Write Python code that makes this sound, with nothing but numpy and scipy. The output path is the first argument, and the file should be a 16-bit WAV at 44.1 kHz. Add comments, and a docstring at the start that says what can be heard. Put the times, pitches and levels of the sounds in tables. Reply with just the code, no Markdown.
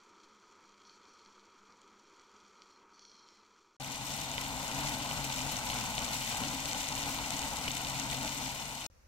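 """A quiet sizzle from further off, then a close one with a roaring, humming flame, then wind on the microphone.
Meat fries in a small pan on a gas stove on the grass, in three shots parted by short silences.
Flame and wind are filtered noise; the flame's hum is a wavering tone and its octave.
Spitting fat is many short rings in clumps over a fizz; pops and ticks add a snap, a thud and a spray.
In the far shot a fork also presses the meat, and gritty noise flares in narrow gliding bands."""
import sys
import numpy as np
from scipy import signal
from scipy.fft import rfft, irfft, next_fast_len
from scipy.io import wavfile

SR = 44100
rng = np.random.default_rng(int(sys.argv[2]) if len(sys.argv) > 2 else 0)


def transcribe(u):
    """Save the signal u as a 16-bit wav file named by the first command-line argument.

    u: samples, shape (n,) or (channels, n), limited to [-1, 1]; the rate is SR.
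    q: integer samples, one column per channel.
    """
    v = np.clip(np.atleast_2d(u).T, -1, 1)
    q = np.round(v * 32767).astype(np.int16)
    wavfile.write(sys.argv[1], SR, q)


def convert_level_to_amplitude(level_db):
    """Map a level in decibels to its linear amplitude factor."""
    exponent = np.asarray(level_db, float) / 20
    return 10 ** exponent


N = 399987     # samples in the whole scene

# shots: (start [s], end [s])
FAR_SHOT, NEAR_SHOT, AIR_SHOT = (0, 3.767), (3.799, 8.866), (8.9, 9.07)
RIGHT_LAG_MS = 0.259     # the right microphone hears the pan later


def rms_one(x):
    """Scale so that the mean of the channels has rms 1."""
    mono = np.mean(np.atleast_2d(x), axis=0)
    return x / np.sqrt(np.mean(mono ** 2) + 1e-20)


def span(shot):
    """Sample times of a shot, in seconds."""
    return np.arange(round(shot[0] * SR), min(round(shot[1] * SR), N)) / SR


def in_time(rows, t):
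    """Columns of a table read at times t, with straight lines between the rows."""
    s, *columns = np.transpose(rows)
    return [np.interp(t, s, c) for c in columns]


def drift(rate, count):
    """Slow random wandering of spread 1: noise at every 40th sample through two equal low-passes at rate Hz."""
    r = np.exp(-80 * np.pi * rate / SR)
    noise = rng.standard_normal(count // 40 + 2002)
    slow = signal.lfilter([1], [1, -2 * r, r * r], noise)[2000:]     # the start-up is dropped
    return np.interp(np.arange(count) / 40, np.arange(len(slow)), rms_one(slow))


def narrow(phase, blur_hz):
    """Noise in a narrow band that rides on the given phase."""
    return drift(blur_hz, len(phase)) * np.cos(phase) + drift(blur_hz, len(phase)) * np.sin(phase)


def late(x, ms):
    """Delay by ms milliseconds, read between samples."""
    n = np.arange(len(x))
    return np.interp(n - ms * SR / 1000, n, x, left=0)


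def colour(x, table, below_db, above_db):
    """Causal (minimum-phase) filter, one output per dB column; outside the table it slopes by dB per octave."""
    size = 8192
    octave = np.log2(np.maximum(np.fft.rfftfreq(size, 1 / SR), 5))
    hz, *columns = np.transpose(table)
    known = np.log2(hz)
    slope = below_db * np.maximum(known[0] - octave, 0) + above_db * np.maximum(octave - known[-1], 0)
    gain_db = np.array([np.interp(octave, known, c) for c in columns]) + slope
    # folding the cepstrum forward in time gives the minimum phase
    cepstrum = irfft(np.log(convert_level_to_amplitude(gain_db)))
    cepstrum[:, 1:size // 2] *= 2
    cepstrum[:, size // 2 + 1:] = 0
    response = irfft(np.exp(rfft(cepstrum)))
    x = np.atleast_2d(x)
    return signal.oaconvolve(x, response, axes=1)[:, :x.shape[1]]


def still_air():
    """Wind rumble, mostly shared, over the microphones' own faint hiss: one noise colour holds both."""
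    # colour of wind and hiss: (frequency [Hz], level [dB])
    air_colour = [(12, -36), (20, -18), (63, -9), (166, -35), (185, -31.5), (452, -40), (519, -30),
                  (649, -38), (2760, -44), (3170, -52), (6020, -44), (7950, -55), (13100, -56),
                  (15500, -59)]
    t = span(AIR_SHOT)
    noise = rng.standard_normal((2, len(t) + SR))
    mid, side = colour(noise, air_colour, below_db=0, above_db=1.0)[:, SR:]
    side = signal.lfilter([1, -1], [1, -.95], side) + convert_level_to_amplitude(-25) * side     # the channels part above the bass
    return convert_level_to_amplitude(-62.5) * rms_one(mid + side * [[1], [-1]])


def far_flame(t):
    """The distant flame: noise whose strength wanders, coloured by the way past pan and ground, plus a drone."""
    # colour on the way past pan wall and ground: (frequency [Hz], level [dB])
    flame_colour = [(30, -20.5), (90, -14.5), (150, -21.5), (200, -5), (250, -9.5), (390, -2.3), (520, -10),
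                    (650, -17), (830, -13), (940, -1), (1060, -7), (1270, 0.4), (1500, -10), (1750, -17.5),
                    (2400, -13), (2750, -22.5)]
    roar = rng.standard_normal(len(t)) * convert_level_to_amplitude(1.0 * drift(12.6, count=len(t)))
    flame = rms_one(colour(roar, flame_colour, below_db=7.0, above_db=-18.0))
    drone = narrow(2 * np.pi * 203 * t, blur_hz=2.3)     # a thin drone of the burner at 203 Hz
    return flame + convert_level_to_amplitude(-19.5) * drone


def near_flame(t):
    """The close flame: its roar comes from one place, so the channels largely agree; the right is later."""
    # colour on the way past pan wall and ground: (frequency [Hz], left level [dB], right level [dB])
    flame_colour = [(24.8, -13, -19), (55.5, -1.5, -12.5), (86, -10.5, -17), (127, -5.5, -12.5),
                    (178, -7.5, -15.5), (264.4, -5.5, -9.5), (383, -29.5, -24), (412, -14.5, -34),
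                    (505, -14.0, -19), (883, -5, -6.5), (1004, -7.5, -9.5), (1166, -16, -19),
                    (1526, -15.5, -12.5), (1745, -31.5, -23), (1966, -14.5, -20)]
    roar, apart = rng.standard_normal((2, len(t))) * convert_level_to_amplitude(1.14 * drift(12.0, count=len(t)))
    roar = np.array([roar, late(roar, 0.19) + convert_level_to_amplitude(-12.5) * apart])
    return rms_one(colour(roar, flame_colour, below_db=-7.0, above_db=-31.5))


def hum(t):
    """The flame flutters at a pitch and its octave; each flickers on its own and jitters in phase, nearer the left."""
    # hum before jitter and flicker: (time [s], pitch [Hz], level [dB])
    hum_course = [(3.81, 137, -56), (4.02, 136, -52.5), (4.08, 141.5, -57), (5.23, 135.9, -48),
                  (5.34, 129.7, -51.5), (5.47, 140.3, -50), (5.67, 117.6, -58), (5.74, 124.6, -46.5),
                  (5.96, 126.1, -51.5), (6.34, 117.8, -59), (6.45, 133.6, -48.5), (6.71, 138.5, -55.5),
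                  (7.4, 133.9, -51), (7.48, 139.2, -64), (7.83, 130.7, -47.5), (8.86, 137.9, -57.5)]
    hz, level_db = in_time(hum_course, t)

    def flicker(swing_db):
        """A wandering strength whose swells stop at 1.3 spreads."""
        return convert_level_to_amplitude(level_db + swing_db * np.minimum(drift(5.8, count=len(t)), 1.3))

    phase = 2 * np.pi * np.cumsum(hz + 5.09 * drift(15.32, count=len(t))) / SR
    octave_phase = 2 * phase + 1.05 * drift(20.5, count=len(t))
    first = np.sqrt(2) * flicker(3.5) * np.sin(phase)
    second = np.sqrt(2) * convert_level_to_amplitude(-1.5) * flicker(4.5) * np.sin(octave_phase)
    # the column of two gains is left, right
    return convert_level_to_amplitude([[3.5], [-4.2]]) * first + convert_level_to_amplitude([[2.2], [-2.2]]) * second


def flares(t):
    """The fork presses the meat: gritty noise in narrow bands glides together, with attack, sagging hold, release."""
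    # presses: (time [s], length [s], level of the peak before grit and resonances [dB],
    #           main resonance at start [Hz], main resonance at end [Hz])
    presses = [(0.841, 0.14, -67, 4400, 4410), (1.02, .33, -73, 4370, 4300),
               (2.045, 0.053, -79, 4150, 4400), (2.61, 0.054, -74, 4500, 4400),
               (2.692, .12, -73, 4280, 4240), (2.929, 0.49, -66, 4490, 4100)]
    # resonances of the hollows under the meat: (multiple of the main one [ratio], level [dB])
    hollow_modes = [(.76, -7), (1.0, 3.5), (1.2, -6), (1.319, 1.5), (1.45, -10), (1.58, -17), (2.15, -22)]
    out = np.zeros(len(t))
    for s, length, top_db, from_hz, to_hz in presses:
        on = (t > s) & (t < s + length)
        done = (t[on] - s) / length     # share of the flare gone by
        hz = from_hz + (to_hz - from_hz) * done
        level_db = top_db + np.interp(done, [0, 0.23, 0.85, 1], [-9, 0, -5.5, -9])
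        phase = 2 * np.pi * np.cumsum(hz) / SR
        grit = convert_level_to_amplitude(level_db + 2.4 * drift(120.0, count=len(hz))) / np.sqrt(2)
        for multiple, mode_db in hollow_modes:
            out[on] += grit * convert_level_to_amplitude(mode_db) * narrow(multiple * phase, blur_hz=170 * multiple)
    return out


def dying_ring(hz, cycles):
    """A sine of height about 1 that dies by 60 dB in the given number of cycles."""
    turns = np.arange(int(cycles * SR / hz) + 2) * hz / SR
    return np.sin(2 * np.pi * turns) * convert_level_to_amplitude(-60 * turns / cycles)


def spitting(count, per_s, size_db, top_db, clump_db, fizz_db, spray_db, spray_ms, lags_s):
    """Cracks with dying sprays clump over a steadier fizz; each spot of the pan has its own pitch and lags.

    per_s is the rate before clumping; lags_s has one row per spot and one column per channel.
    """
    sizes = convert_level_to_amplitude(np.minimum(size_db * rng.exponential(1, count), top_db))
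    clumps = convert_level_to_amplitude(clump_db * (drift(7.0, count) + .7 * drift(35.0, count)))
    cracks = sizes * (rng.random(count) < per_s * clumps / SR)
    spray = signal.lfilter([convert_level_to_amplitude(spray_db)], [1, -np.exp(-1000 / (spray_ms * SR))], cracks)
    cracks = cracks * rng.choice([-1, 1], count) + spray * rng.standard_normal(count)
    fizz = convert_level_to_amplitude(fizz_db) * clumps ** 0.18 * rng.standard_normal(count)
    spot = rng.integers(0, len(lags_s), count)
    busy = spot[np.arange(count) // 100 * 100]     # cracks and sprays keep to one spot for 100 samples
    size = next_fast_len(count + 512)
    hz, out, power = np.fft.rfftfreq(size, 1 / SR), 0, 1e-9
    for k, pitch in enumerate(np.geomspace(1800, 15000, num=len(lags_s))):
        ring = rfft(dying_ring(pitch, cycles=2.6), size) * pitch
        power = power + np.abs(ring) ** 2
        here = rfft(fizz * (spot == k) + cracks * (busy == k), size)
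        lag = np.exp(-2j * np.pi * np.outer(lags_s[k], hz))
        out = out + here * ring * lag
    return irfft(out / np.sqrt(power), size)[:, :count]     # all pitches together are white


def pop_rows(t, sizzle_db, per_s, above_db, range_db, low_hz, high_hz):
    """The listed pops and ticks within a shot, and random ones within range_db of a level above the sizzle."""
    # the loudest pops and ticks: bursting fat, and probably fork ticks near 2.62 and 2.99 s:
    # (time [s], strength at the pan [dB], pitch [Hz])
    loud_pops_and_ticks = [(0.1785, -34, 4200), (0.2004, -30.5, 4270), (0.7417, -31, 3130),
                           (0.8175, -26, 4610), (0.851, -26.5, 4260), (0.8954, -24, 4320),
                           (1.0535, -28, 4370), (1.26, -25, 4350), (1.3947, -27.5, 4440),
                           (1.723, -28, 5700), (1.8163, -21, 8500), (2.1959, -29, 5940),
                           (2.6195, -17, 4530), (2.9934, -20, 5240), (3.0185, -25, 5660),
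                           (3.051, -21, 4730), (3.1158, -23, 4820), (3.2869, -22, 5000),
                           (3.9182, -7, 12900), (4.3148, -5, 7010), (4.338, -7.5, 3530), (4.3797, 0, 3100),
                           (4.4134, 2, 12200), (4.4503, -8, 3400), (4.4634, -6.5, 3306), (4.6792, -2, 6900),
                           (4.8716, -6, 5045), (4.9443, -1, 11500), (5.1115, -3.5, 3276),
                           (5.1344, 0, 12700), (5.2406, -7.5, 3097), (5.243, 3, 12900),
                           (5.2997, -4.5, 3700), (5.3623, -3, 8950), (5.418, -4, 7380), (5.448, -7, 13000),
                           (5.5204, -9, 2995), (5.5206, 4, 12900), (5.5577, -4.5, 4295), (5.567, -2, 6050),
                           (5.7006, -1, 3165), (5.8383, -2, 12760), (5.9538, -10, 6490),
                           (5.9797, 3.5, 3450), (5.9911, 0, 8200), (6.2216, 0, 12550), (6.3555, -5, 6900),
                           (6.436, -4, 3514), (6.6562, -5, 4260), (6.7311, 0, 6740), (6.7467, -5, 3810),
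                           (6.8083, -3, 7040), (6.8867, 0.5, 7450), (6.9236, -3, 5600), (6.9518, -2, 7360),
                           (7.0355, -5, 3570), (7.0908, -4, 7970), (7.1454, 4, 13390), (7.3054, 3, 8730),
                           (7.3919, -4, 7370), (7.4178, -2, 7360), (7.5684, -1.5, 8030), (7.6395, -4, 5650),
                           (7.6789, 1, 2900), (7.6833, -5, 2680), (7.7071, -6.5, 3820), (7.716, -2, 7350),
                           (7.7494, -2, 11100), (7.769, -4, 3420), (7.8477, -1.5, 4970),
                           (7.8681, -5.5, 3482), (7.9975, 0, 6450), (8.1003, -6, 3420),
                           (8.1123, -1.5, 8060), (8.2196, -14, 4120), (8.276, -5, 6650)]
    when, size, pitch = rng.random((200, 3)).T
    s = t[0] + when * (t[-1] - t[0])
    strength_db = np.interp(s, t, sizzle_db) + above_db + range_db * (2 * size - 1)
    chance = np.array([s, strength_db, low_hz * (high_hz / low_hz) ** pitch]).T
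    listed = [row for row in loud_pops_and_ticks if t[0] <= row[0] < t[-1]]
    return listed + list(chance[:int(per_s * (t[-1] - t[0]))])


def pops(rows, t, cycles, snap_hz, snap_db, thud_hz, thud_db):
    """Each pop or tick is a bright snap, a short ring at its pitch, a low thud and a dying spray of noise."""
    out = np.zeros(len(t) + SR)
    snap = convert_level_to_amplitude(snap_db) * dying_ring(snap_hz, cycles=2.1)
    thud = convert_level_to_amplitude(thud_db) * dying_ring(thud_hz, cycles=5.2)
    noise = rng.standard_normal(len(out))
    dying = convert_level_to_amplitude(-18.5 - 60 * np.arange(SR // 40) / (0.01 * SR))     # falls by 60 dB in 10 ms
    for s, peak_db, hz in rows:
        at = round((s + 0.000806 - t[0]) * SR)     # sounds 0.8 ms after its listed time
        octaves = np.log2(hz / 4500)     # away from the middle pitch
        # high ones ring for more cycles and snap more, low ones thud more (dB per octave)
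        ring = dying_ring(hz, cycles * convert_level_to_amplitude(4 * octaves))
        spray = np.convolve(dying * noise[at:at + len(dying)], ring / np.sqrt(np.sum(ring ** 2)))
        for part in (ring, spray, convert_level_to_amplitude(0.5 * octaves) * snap, convert_level_to_amplitude(-13 * octaves) * thud):
            out[at:at + len(part)] += convert_level_to_amplitude(peak_db) * part
    return out[:len(t)]


def far_pan():
    """Flame, sizzle, pops, ticks and flares, alike in both channels, over a faint microphone hiss."""
    # levels over time: (time [s], flame level [dB], sizzle level [dB])
    far_levels = [(0.0, -62.5, -69), (1.1, -63, -68), (1.6, -62.5, -70), (2.6, -63, -68), (2.9, -63, -74),
                  (3.1, -64, -68.5), (3.58, -66.2, -72.5), (3.767, -70, -75.5)]
    # colour on the way past pan wall and ground: (frequency [Hz], level [dB])
    sizzle_colour = [(1750, -32), (2400, -15), (2750, -26.5), (3250, -11), (3750, -21.5), (4350, -12),
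                     (5200, -21.5), (5700, -12), (6400, -19.5), (7000, -17), (8000, -28.5), (10000, -39),
                     (12000, -43), (15500, -46)]
    t = span(FAR_SHOT)
    flame_db, sizzle_db = in_time(far_levels, t)
    spit = spitting(len(t), 700, size_db=5.0, top_db=10, clump_db=2.5, fizz_db=-10,
                    spray_db=-25.5, spray_ms=1.8, lags_s=np.zeros((12, 1)))
    sizzle = rms_one(colour(spit, sizzle_colour, below_db=-16.0, above_db=2.5))
    rows = pop_rows(t, sizzle_db, per_s=4.6, above_db=31.6, range_db=4.6, low_hz=3000, high_hz=6000)
    popping = pops(rows, t, cycles=5.4, snap_hz=8500, snap_db=-5.0, thud_hz=2090, thud_db=-9.0)
    popping = colour(popping, sizzle_colour, below_db=-4, above_db=-1.5)
    # mostly shared hiss, with a little of its own in each channel
    hiss = convert_level_to_amplitude(-94) * (rng.standard_normal(len(t)) + convert_level_to_amplitude(-12) * rng.standard_normal((2, len(t))))
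    return convert_level_to_amplitude(flame_db) * far_flame(t) + convert_level_to_amplitude(sizzle_db) * sizzle + popping + flares(t) + hiss


def through_pan(source, below_db, ring_cycles, ring_db):
    """The pan rings at its strongest mode, an echo comes off its wall, and the way to each microphone colours both."""
    # colour on the way past pan wall and ground: (frequency [Hz], left level [dB], right level [dB])
    sizzle_colour = [(1770, -21.5, -24.5), (1940, -14, -27), (2017, -20, -11.5), (2460, -15, -10.5),
                     (3140, -12.5, -14.5), (4130, -10, -19), (4350, -16, -15), (5470, -13.5, -19.5),
                     (6780, -12, -19.5), (7730, -12.5, -44), (8740, -16, -36), (9240, -16, -22.5),
                     (10000, -25.5, -26), (11300, -23, -27.5), (12900, -25.5, -23.5), (14800, -22.5, -24.5),
                     (15600, -32, -34.5)]
    ring = convert_level_to_amplitude(ring_db) * dying_ring(3160, ring_cycles)
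    source = source + signal.oaconvolve(source, ring[None], axes=1)[:, :source.shape[1]]
    dull = signal.lfilter([.3], [1, -.7], source)     # the wall returns mostly the lower treble
    left_echo = 0.72 * late(dull[0], 1.63)
    right_echo = 0.028 * late(dull[1], 2.92)
    return colour(source + np.array([left_echo, right_echo]), sizzle_colour, below_db, above_db=-16.0)


def near_pan():
    """Close flame, hum and pops; the spitting is spread over the pan, so its channels part in the treble."""
    # levels over time: (time [s], flame level [dB], sizzle level [dB])
    near_levels = [(3.8, -46, -47.5), (4.0, -45, -44.5), (4.75, -41, -42), (6.1, -42, -41),
                   (7.9, -42, -41.5), (8.35, -43, -42), (8.866, -48, -46.5)]
    t = span(NEAR_SHOT)
    flame_db, sizzle_db = in_time(near_levels, t)
    # 14 spots, scattered evenly with spread 1 by golden-ratio steps
    places = np.sqrt(3) * (2 * (np.arange(14) * (np.sqrt(5) - 1) / 2 % 1) - 1)
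    lags_ms = np.array([0 * places, RIGHT_LAG_MS + 0.053 * places]).T
    spit = spitting(len(t), 1200, size_db=4.0, top_db=6.0, clump_db=2.08, fizz_db=-9,
                    spray_db=-27.5, spray_ms=2.14, lags_s=lags_ms / 1000)
    sizzle = rms_one(through_pan(spit, below_db=-9, ring_cycles=6.5, ring_db=-32.5))
    rows = pop_rows(t, sizzle_db, per_s=20, above_db=33, range_db=2.8, low_hz=2600, high_hz=12600)
    popping = pops(rows, t, cycles=5.74, snap_hz=9494, snap_db=-5.0, thud_hz=1020, thud_db=-18)
    popping = np.array([popping, late(popping, RIGHT_LAG_MS)])
    popping = through_pan(popping, below_db=1.5, ring_cycles=53, ring_db=-37)
    return convert_level_to_amplitude(flame_db) * near_flame(t) + convert_level_to_amplitude(sizzle_db) * sizzle + popping + hum(t)


def scene():
    """The three shots in turn, with hard cuts to and from the silences between them."""
    out = np.zeros((2, N))
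    for shot, sound in ((FAR_SHOT, far_pan()), (NEAR_SHOT, near_pan()), (AIR_SHOT, still_air())):
        at = round(shot[0] * SR)
        out[:, at:at + sound.shape[1]] = sound
    return out


def roll_off(x):
    """The treble ends steeply here."""
    return signal.sosfilt(signal.butter(12, 16380, fs=SR, output="sos"), x)


def record(dry):
    """A steep low-pass removes the top above 15810 Hz from the finished mix."""
    low_pass = signal.ellip(12, .5, 65, 15810, fs=SR, output="sos")
    mix = signal.sosfilt(low_pass, dry)
    return roll_off(mix)


dry = scene()
out = record(dry)
transcribe(out)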